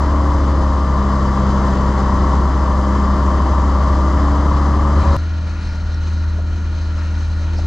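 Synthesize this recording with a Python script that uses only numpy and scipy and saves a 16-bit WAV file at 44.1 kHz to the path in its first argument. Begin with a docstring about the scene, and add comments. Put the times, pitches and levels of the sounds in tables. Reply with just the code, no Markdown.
"""A four-cylinder engine drives a long-tail boat on calm water: sines locked to its firing, to a geared shaft
with a three-blade propeller and to a whining belt-driven part. Coloured noise makes the roar and rush.
It is heard from two seats: first close to the engine, then, after a short overlap and a hard cut,
further forward, where it is duller. There the bow wave adds washes of hiss and short ringing drops,
and water slaps the hull."""
import sys
import numpy as np
from scipy import signal
from scipy.fft import rfft, irfft, next_fast_len
from scipy.io import wavfile

SR = 44100
rng = np.random.default_rng(int(sys.argv[2]) if len(sys.argv) > 2 else 0)


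def digitize_waveform(pressure):
    """Quantize a signal to 16-bit integers and store it at the path in sys.argv[1].

    Rows of a 2-D input are taken as channels; values are limited to [-1, 1].
    """
    field = np.atleast_2d(pressure).T
    bounded = np.clip(field, -1, 1)
    quanta = np.round(bounded * 32767).astype(np.int16)
    wavfile.write(sys.argv[1], SR, quanta)


N = 337806

NEAR_SPAN, FAR_SPAN = (-1, 5.1665), (4.944, 8)   # (start t/s, end t/s); both reach past the ends of the sound
BEAT_CREST_S = 4.9785   # the firing tones of both seats are in step here
SHAFT_RATIO, BELT_RATIO = .1832, .5938   # turns per firing
TREBLE_PATCHY = 1.48   # the hiss flickers this many times more than the rumble
CUTOFF_HZ = 15800
FFT = next_fast_len(N, True)
TIME, HZ = np.arange(N) / SR, np.arange(FFT // 2 + 1) * SR / FFT

# engine run, near: (t/s, firings per s, level/dB of the firing tone, of its 3rd and of its 2nd multiple)
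NEAR_RUN = [(0.0, 70.75, -15.0, -30, -34), (0.3, 70.25, -14.1, -31, -32.5),
            (0.82, 68.07, -14.9, -29, -31.5), (1.03, 67.56, -16.0, -23.2, -28.5),
            (1.3, 66.8, -17.0, -22.9, -25.5), (1.64, 66.58, -16.6, -22, -27.5),
            (2.05, 66.57, -16.4, -24, -28.5), (2.26, 66.7, -14.1, -25, -29),
            (2.67, 67.27, -14.9, -28.5, -34.5), (2.88, 67.45, -15.8, -22.5, -34),
            (3.29, 67.95, -14.6, -25.6, -41), (3.49, 67.85, -14.2, -32, -46),
            (3.75, 67.67, -13.7, -27.5, -38), (4.08, 68.05, -13.9, -28.6, -35),
            (4.72, 71.5, -13.7, -27.5, -32), (5.17, 72.25, -14.0, -28.5, -30)]
# engine run, far: (t/s, firings per s, level/dB of the firing tone, level/dB of the propeller blade tone)
FAR_RUN = [(4.95, 80.25, -18.0, -39.8), (5.2, 80.25, -18.0, -39.8), (5.38, 80.06, -18.6, -36.0),
           (5.6, 79.45, -22.5, -29.5), (5.8, 79.42, -20.6, -25.9), (6.0, 79.93, -18.5, -25.8),
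           (6.2, 79.88, -16.7, -30.8), (6.6, 79.6, -19.3, -29.8), (7.23, 79.8, -18.1, -27.8),
           (7.43, 80.25, -18.0, -29.5), (7.66, 80.17, -17.1, -27.6)]
# leading tones, those with levels in the run tables first: (firing multiple, shaft multiple, belt multiple)
NEAR_LEADS = [(1, 0, 0), (3, 0, 0), (2, 0, 0), (0, 0, 7), (0, 0, 8), (0, 0, 13), (9, 0, 0), (17.5, 0, 0),
              (16, 0, 0), (16.5, 0, 0), (17, 0, 0)]
FAR_LEADS = [(1, 0, 0), (0, 3, 0), (2.5, 0, 0), (0, 0, 6)]
# hull or pipe resonances, one row per remaining near lead:
# (resonance f/Hz, width/Hz, level/dB off it, level change/dB on it)
NEAR_RESONANCES = [(291.3, 17.8, -39.5, 12), (328, 22, -40, 4), (560.5, 9.6, -37, 11), (612.7, 24, -46, 9),
                   (1183.6, 35, -42.5, 10.5), (1140, 40, -51, 16), (1180, 73, -36, -1),
                   (1130, 45, -43.5, 8)]
# remaining far leads, the 2.5th firing multiple and the 6th belt tone: (level/dB)
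FAR_STEADY_DB = [-38.5, -43]
# uneven cylinders add tones at quarter multiples: (firing multiple, level/dB)
NEAR_ORDERS = [(.5, -37), (.75, -41), (1.25, -39), (1.5, -36), (2.25, -36), (2.5, -42), (3.75, -46),
               (4, -43), (4.5, -47), (5, -46), (5.5, -49), (6, -50), (6.5, -50), (7, -50), (7.5, -52),
               (8, -51), (8.5, -50), (8.75, -55), (9.25, -48), (9.5, -49), (9.75, -51), (10, -46),
               (11, -54), (11.25, -51), (12, -50), (12.5, -53), (13.25, -52), (13.5, -43), (14, -43),
               (14.5, -41), (15.5, -44), (16.75, -49), (18, -44), (18.5, -49), (20.5, -54)]
FAR_ORDERS = [(1.5, -45), (1.75, -50), (2, -43), (2.25, -53), (3, -50), (3.5, -56), (5.5, -63), (6, -61),
              (6.75, -61), (7.5, -57), (7.75, -58), (8, -59), (9.5, -63), (10, -66), (11.5, -59),
              (12.25, -62), (13.5, -57), (17, -57), (17.75, -56), (18, -51), (18.25, -58), (20.25, -64),
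              (21, -59), (23.5, -59)]
# the propeller load throbs against the firing: (firing multiple, shaft multiple, level/dB)
NEAR_SHAFT = [(0, 2, -54), (.5, 1, -41), (.75, 3, -41), (0, 3, -32), (0, 4, -45), (1, -1, -38), (1, 1, -32),
              (1, 2, -40), (1, 3, -45), (2, -1, -42), (2, 1, -41), (2, 3, -38), (3, 1, -43)]
FAR_SHAFT = [(0, 1, -44), (0, 7, -50), (1, 1, -44), (1, 3, -50), (2, 1, -46)]
# belt-driven whine: (belt multiple, level/dB)
NEAR_BELT = [(6, -37), (9, -43), (20, -45), (26, -38), (39, -57)]
FAR_BELT = [(7, -47), (9, -61), (19, -54.5)]
# colour of the exhaust, hull and water roar: (f/Hz, relative level/dB)
NEAR_ROAR = [(10, -33), (28, -29), (36, -27), (52, -18), (72, -19), (88, -14), (100, -21), (112, -24),
             (145, -16), (160, -20), (200, -15), (228, -22), (260, -20), (411, -22.5), (721, -29.5),
             (1150, -24.5), (1460, -31.5), (1930, -32.5), (2380, -44), (5040, -39.5), (7330, -54.5),
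             (8630, -58), (13000, -79.5), (16000, -97)]
FAR_ROAR = [(10, -36.5), (17, -13), (28, -9), (50, -6), (66, -18.5), (86, -18.5), (110, -23.5),
            (130, -27.5), (195, -22.5), (230, -29.5), (300, -27.5), (350, -27), (401, -33), (696, -32),
            (1430, -33), (2200, -43), (6170, -45), (8630, -62), (11200, -74), (16000, -100)]
# peaks and hollows added to that colour: (f/Hz, width/Hz, level change/dB)
NEAR_PEAKS = [(620, 92, 6), (786, 32, 8), (949, 132, 9), (1052, 67, 7.5), (1150, 49, 4.5), (1333, 170, 6),
              (1742, 35, 4.5), (2560, 290, 2.5), (3035, 260, 5), (4990, 400, 1), (5500, 220, -5),
              (6070, 310, 6.5), (7180, 980, 9.5), (10600, 500, -3), (11970, 1400, 10)]
FAR_PEAKS = [(577, 110, 3.5), (810, 360, -5.5), (920, 48, 4.5), (962, 74, 4), (1115, 69, -1), (1364, 66, 5),
             (1470, 110, 3.5), (1570, 80, -4), (1714, 52, 4.5), (1780, 60, -3), (1850, 100, 5),
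             (2415, 140, 7.5), (3020, 320, 5), (3610, 280, -4.5), (3800, 300, 4), (4180, 530, 9),
             (5990, 280, -10.5), (6100, 370, 11)]
# swell of the roar: (t/s, level/dB below 400 Hz, level/dB from 400 Hz to 2.2 kHz, level/dB above)
NEAR_SWELL = [(0, -30, -25.5, -42.5), (.8, -28, -27.5, -43.5), (1.6, -23.5, -24, -41),
              (2.4, -25, -25.5, -42.5), (3.2, -25, -25.5, -42), (4.201, -27, -25.5, -42),
              (5.17, -27, -26, -43)]
FAR_SWELL = [(4.95, -31, -29, -54), (5.0, -30.5, -38, -41.5), (5.3, -34.5, -39.5, -45.5),
             (5.65, -29, -39, -43), (6.1, -31.5, -40.5, -44.5), (6.7, -29.5, -40.5, -45.5),
             (7.1, -33, -39.5, -43.5), (7.66, -26, -39.5, -43)]
# edges of the noise bands that flicker separately: (f/Hz)
BAND_EDGES_HZ = [0, 60, 150, 400, 850, 1300, 2200, 3500, 5500, 8000, 23000]
# two lists on left against right: (f/Hz, left minus right level/dB) and (f/Hz, left's lead/rad)
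NEAR_PAIR = [(60, 0.7), (88, 0.7), (130, 1.0), (190, 1.0), (270, 1.0), (400, 2.0), (580, 3.5), (850, 4.5),
             (1240, 4.5), (1590, 3.5), (2210, 1.5), (3060, 9.0), (4100, 0.0), (4800, -3.0), (5600, -3.5),
             (7400, -2.0), (8600, 1.5)], [(0, 0), (1980, 0.0), (2240, -0.4), (2670, -2.1), (2930, -1.3),
             (3360, 0.3), (4480, 0.7), (5080, 0.4), (5600, 0.6), (7240, -0.2), (8350, -0.1)]
FAR_PAIR = [(60, 0.7), (88, 0.7), (130, 0.5), (190, 0.5), (270, 1.0), (400, 1.0), (580, 2.5), (850, 2.5),
            (1240, 2.0), (1800, 2.5), (2630, 3.5), (3840, 1.0), (5600, -2.0), (8180, 0.5)], [(0, 0),
            (780, -0.2), (1120, 0.0), (1550, -0.4), (1980, -0.2), (2580, -0.9), (3450, -1.1), (4050, 0.1),
            (4310, 0.3), (4650, -0.2), (5080, 0.2), (6550, -0.0), (7490, 0.1), (8350, -0.0)]
# how alike the noise is on left and right: (f/Hz, likeness from 0 to 1)
NEAR_LIKENESS = [(60, 0.97), (300, 0.99), (1500, 1), (2700, 0.88), (4000, 0.75), (6000, 0.94), (9000, 0.67)]
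FAR_LIKENESS = [(60, 1), (300, 1), (600, 0.93), (1500, 0.95), (2700, .7), (4500, 0.87), (9000, 0.93)]
# longer washes of the bow wave: (crest t/s, level/dB, centre f/Hz, length/s)
WASHES = [(5.6, -48, 2400, 0.59), (5.7, -49, 4970, .3), (5.573, -42, 1250, .14), (6.0, -47, 320, .3),
          (6.25, -46, 1400, 0.12), (7.004, -45, 1480, 0.25), (7.06, -49, 2600, 0.34),
          (7.584, -44, 5000, 0.089)]
# drops thrown up by the bow wave: (t/s, level/dB, ring f/Hz, time to fall 60 dB/s)
SPRAY = [(5.672, -42, 3200, .03), (5.697, -42, 3000, .02), (5.755, -38, 5200, .025), (5.8, -43, 5600, .02),
         (5.943, -33, 5550, .025), (5.965, -42, 4000, .02), (6.425, -46, 6900, .02),
         (6.987, -34, 5110, .025), (7.28, -50, 8600, .015), (7.568, -42, 4200, .04)]
# water slapping the hull: (t/s, level/dB, ring f/Hz, time to fall 60 dB/s)
SLAPS = [(5.93, -31, 140, .15), (6.34, -24, 42, .25), (6.378, -26, 420, .03), (6.386, -30, 680, .06),
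         (6.399, -29, 600, .04), (7.547, -30, 520, .03), (7.555, -20, 45, .25), (7.5895, -17.5, 610, .024),
         (7.591, -22, 200, .04)]


def amp(db):
    """Turn decibels into a factor."""
    return 10 ** (np.asarray(db) / 20)


def rms_one(x):
    """Scale a signal to an average strength (rms) of 1."""
    return x / np.sqrt(np.mean(x ** 2) + 1e-20)


def in_time(rows):
    """Draw each column of a table as a line through time."""
    s, *columns = np.transpose(rows)
    return [np.interp(TIME, s, c) for c in columns]


def at_hz(points):
    """Draw a curve over pitch, with straight lines on a log scale."""
    hz, value = np.transpose(points)
    return np.interp(np.log(HZ + 1), np.log(hz + 1), value)


def drift(rate_hz):
    """Slow random wandering of spread 1: noise at every 40th sample, low-passed twice."""
    r = np.exp(-2 * np.pi * rate_hz * 40 / SR)
    noise = rng.standard_normal(N // 40 + 2002)
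    slow = signal.lfilter([1], [1, -2 * r, r * r], noise)[2000:]   # skip the filter's start
    return np.interp(np.arange(N) / 40, np.arange(len(slow)), rms_one(slow))


def firing_angle(per_s):
    """One turn of this angle is one firing, counted from the beat crest."""
    turns = np.cumsum(per_s) / SR
    return 2 * np.pi * (turns - np.interp(BEAT_CREST_S, TIME, turns))


def order_of(firing, shaft, belt):
    """Cycles of a tone per firing, given its multiples of firing, shaft and belt."""
    return firing + shaft * SHAFT_RATIO + belt * BELT_RATIO


def on_resonance(per_s, leads, resonances):
    """A tone's level changes as the revs carry its pitch through a hull or pipe resonance."""
    levels = []
    for lead, (hz, width, off_db, change_db) in zip(leads, resonances):
        pitch = per_s * order_of(*lead)
        levels.append(off_db + change_db / (1 + (2 * (pitch - hz) / width) ** 4))
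    return levels


def tones(angle, leads, lead_dbs, orders, shaft, belt, jitter_rad, waver_db):
    """Sines locked to crank, shaft and belt; the higher the order, the more uneven turning blurs it."""
    rows = [(order_of(*lead), db) for lead, db in zip(leads, lead_dbs)]
    rows += list(orders)
    rows += [(order_of(f, s, 0), db) for f, s, db in shaft]
    rows += [(order_of(0, 0, b), db) for b, db in belt]
    uneven = angle + jitter_rad * drift(5.3)
    wavers = [drift(1.6) for _ in range(6)]
    out = 0
    for k, (order, db) in enumerate(rows):
        if k < 3:   # steady; whole multiples line up as in a sawtooth (slow rise, quick fall)
            start, waver = -(round(order) - 1) * np.pi / 2, 0
        else:
            start, waver = rng.uniform(0, 2 * np.pi), wavers[k % 6]
        level = np.sqrt(2) * amp(db + waver_db * waver)   # sqrt(2): the table gives rms levels
        out = out + level * np.cos(order * uneven + start)
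    return out


def cycle_pattern(angle):
    """Noise that repeats every four firings, made of overtones 24 to 140 of the engine cycle."""
    overtones = np.zeros(4097, complex)
    overtones[24:141] = rng.standard_normal(117) + 1j * rng.standard_normal(117)
    # as dense as white noise of spread 1, for about 17.5 cycles per second
    loop = rms_one(irfft(overtones)) * np.sqrt(117 * 17.5 / (SR / 2))
    place = angle / (8 * np.pi) % 1
    return np.interp(place, np.arange(8193) / 8192, np.append(loop, loop[0]))


def roar(angle, spectrum, peaks, swell, firing_db, cycle_db, patchy_db, repeats):
    """Two noises of one colour; bands flicker, and some puff with each firing or engine cycle."""
    colour = at_hz(spectrum)
    for hz, width, db in peaks:
        colour = colour + db / (1 + (2 * (HZ - hz) / width) ** 2)
    source = rng.standard_normal((2, N))
    # part of the first noise repeats each engine cycle, which gives fine lines of pitch
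    source[0] = np.sqrt(1 - repeats) * source[0] + np.sqrt(repeats) * cycle_pattern(angle)
    coloured = rfft(source, FFT) * amp(colour)
    together = drift(20)   # flicker shared by all bands
    parts = [0, 0, 0]   # low, middle, treble
    for low, high in zip(BAND_EDGES_HZ, BAND_EDGES_HZ[1:]):
        band = irfft(coloured * ((HZ >= low) & (HZ < high)), FFT)[:, :N]
        firing_puff = firing_db * np.cos(angle) * (400 <= low < 1300)
        cycle_puff = cycle_db * np.cos(angle / 4) * (low >= 850)
        depth_db = patchy_db * (TREBLE_PATCHY if low >= 2200 else 1)
        flicker = depth_db * (together + drift(11))
        part = int(low >= 400) + int(low >= 2200)
        parts[part] = parts[part] + band * amp(firing_puff + cycle_puff + flicker)
    return sum(rms_one(x) * amp(db) for x, db in zip(parts, in_time(swell)))


def seat(direct, noises, likeness, pair, span):
    """Left and right hear one field with their own level and lag; part of the noise differs."""
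    balance_db, lead_rad = (at_hz(p) for p in pair)
    tilt = amp(balance_db / 2) * np.exp(.5j * lead_rad)   # half to each side
    alike = np.clip(at_hz(likeness), 0, 1)
    mid, side = rfft(noises, FFT)
    shared = rfft(direct, FFT) + mid * np.sqrt((1 + alike) / 2)
    apart = side * np.sqrt((1 - alike) / 2)
    start, end = span
    fade_in = np.clip((TIME - start) / .025, 0, 1)
    # a very brief dip to .55, then a hard cut
    ending = np.clip(.55 + (end - TIME) / .003, 0, 1) * (TIME < end)
    return irfft([(shared + apart) * tilt, (shared - apart) / tilt], FFT)[:, :N] * fade_in * ending


def near_seat():
    """Close to the engine: loud firing tone and a strong exhaust rasp near 1 kHz."""
    per_s, *lead_dbs = in_time(NEAR_RUN)
    lead_dbs += on_resonance(per_s, NEAR_LEADS[3:], NEAR_RESONANCES)
    angle = firing_angle(per_s)
    engine = tones(angle, NEAR_LEADS, lead_dbs, NEAR_ORDERS, NEAR_SHAFT, NEAR_BELT,
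                   jitter_rad=.012, waver_db=1.5)
    noises = roar(angle, NEAR_ROAR, NEAR_PEAKS, NEAR_SWELL,
                  firing_db=1.0, cycle_db=0.3, patchy_db=0.33, repeats=.15)
    return seat(engine, noises, NEAR_LIKENESS, NEAR_PAIR, NEAR_SPAN)


def far_seat():
    """Further forward at higher revs: hum, rushing water, washes, spray and slaps."""
    per_s, *lead_dbs = in_time(FAR_RUN)
    lead_dbs += FAR_STEADY_DB
    angle = firing_angle(per_s)
    engine = tones(angle, FAR_LEADS, lead_dbs, FAR_ORDERS, FAR_SHAFT, FAR_BELT,
                   jitter_rad=.008, waver_db=1.2)
    noises = roar(angle, FAR_ROAR, FAR_PEAKS, FAR_SWELL,
                  firing_db=1.0, cycle_db=0.35, patchy_db=0.7, repeats=.22)
    water = washes() + knocks(SPRAY, puff_share=.3) + knocks(SLAPS, puff_share=.5)
    return seat(engine + water, noises, FAR_LIKENESS, FAR_PAIR, FAR_SPAN)


def washes():
    """The bow wave breaks in narrow bands of hiss, each of which swells and sinks."""
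    out = 0
    for s, db, hz, length in WASHES:
        band = signal.butter(2, [hz / 1.2, hz * 1.12], "band", fs=SR, output="sos")
        hiss = rms_one(signal.sosfilt(band, rng.standard_normal(N)))
        shape = np.cos(np.pi * np.clip((TIME - s) / length, -.5, .5)) ** 2
        out = out + amp(db) * shape * hiss
    return out


def knocks(events, puff_share):
    """Each blow of water rings briefly at its own pitch, blurred by a puff of noise around it."""
    length = 12000   # samples
    out, t = np.zeros(N + length), np.arange(length) / SR
    for s, db, hz, t60 in events:
        band = signal.butter(4, [hz / 1.3, hz * 1.3], "band", fs=SR, output="sos")
        puff = rms_one(signal.sosfilt(band, rng.standard_normal(length)))
        ring = np.sin(2 * np.pi * hz * t) + puff_share * puff
        rise_s = .0016 + .3 / hz   # low rings start more slowly
        rise = np.sin(np.minimum(t / rise_s, 1) * np.pi / 2) ** 2
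        first = round(s * SR)
        out[first:first + length] += amp(db) * ring * amp(-60 * t / t60) * rise
    return out[:N]


def scene():
    """The near seat, then the far seat, with a short overlap."""
    return near_seat() + far_seat()


def record(dry):
    """A steep low-pass filter removes the very top of the treble."""
    return signal.sosfilt(signal.cheby2(12, 70, CUTOFF_HZ, fs=SR, output="sos"), dry)


dry = scene()
out = record(dry)
digitize_waveform(out)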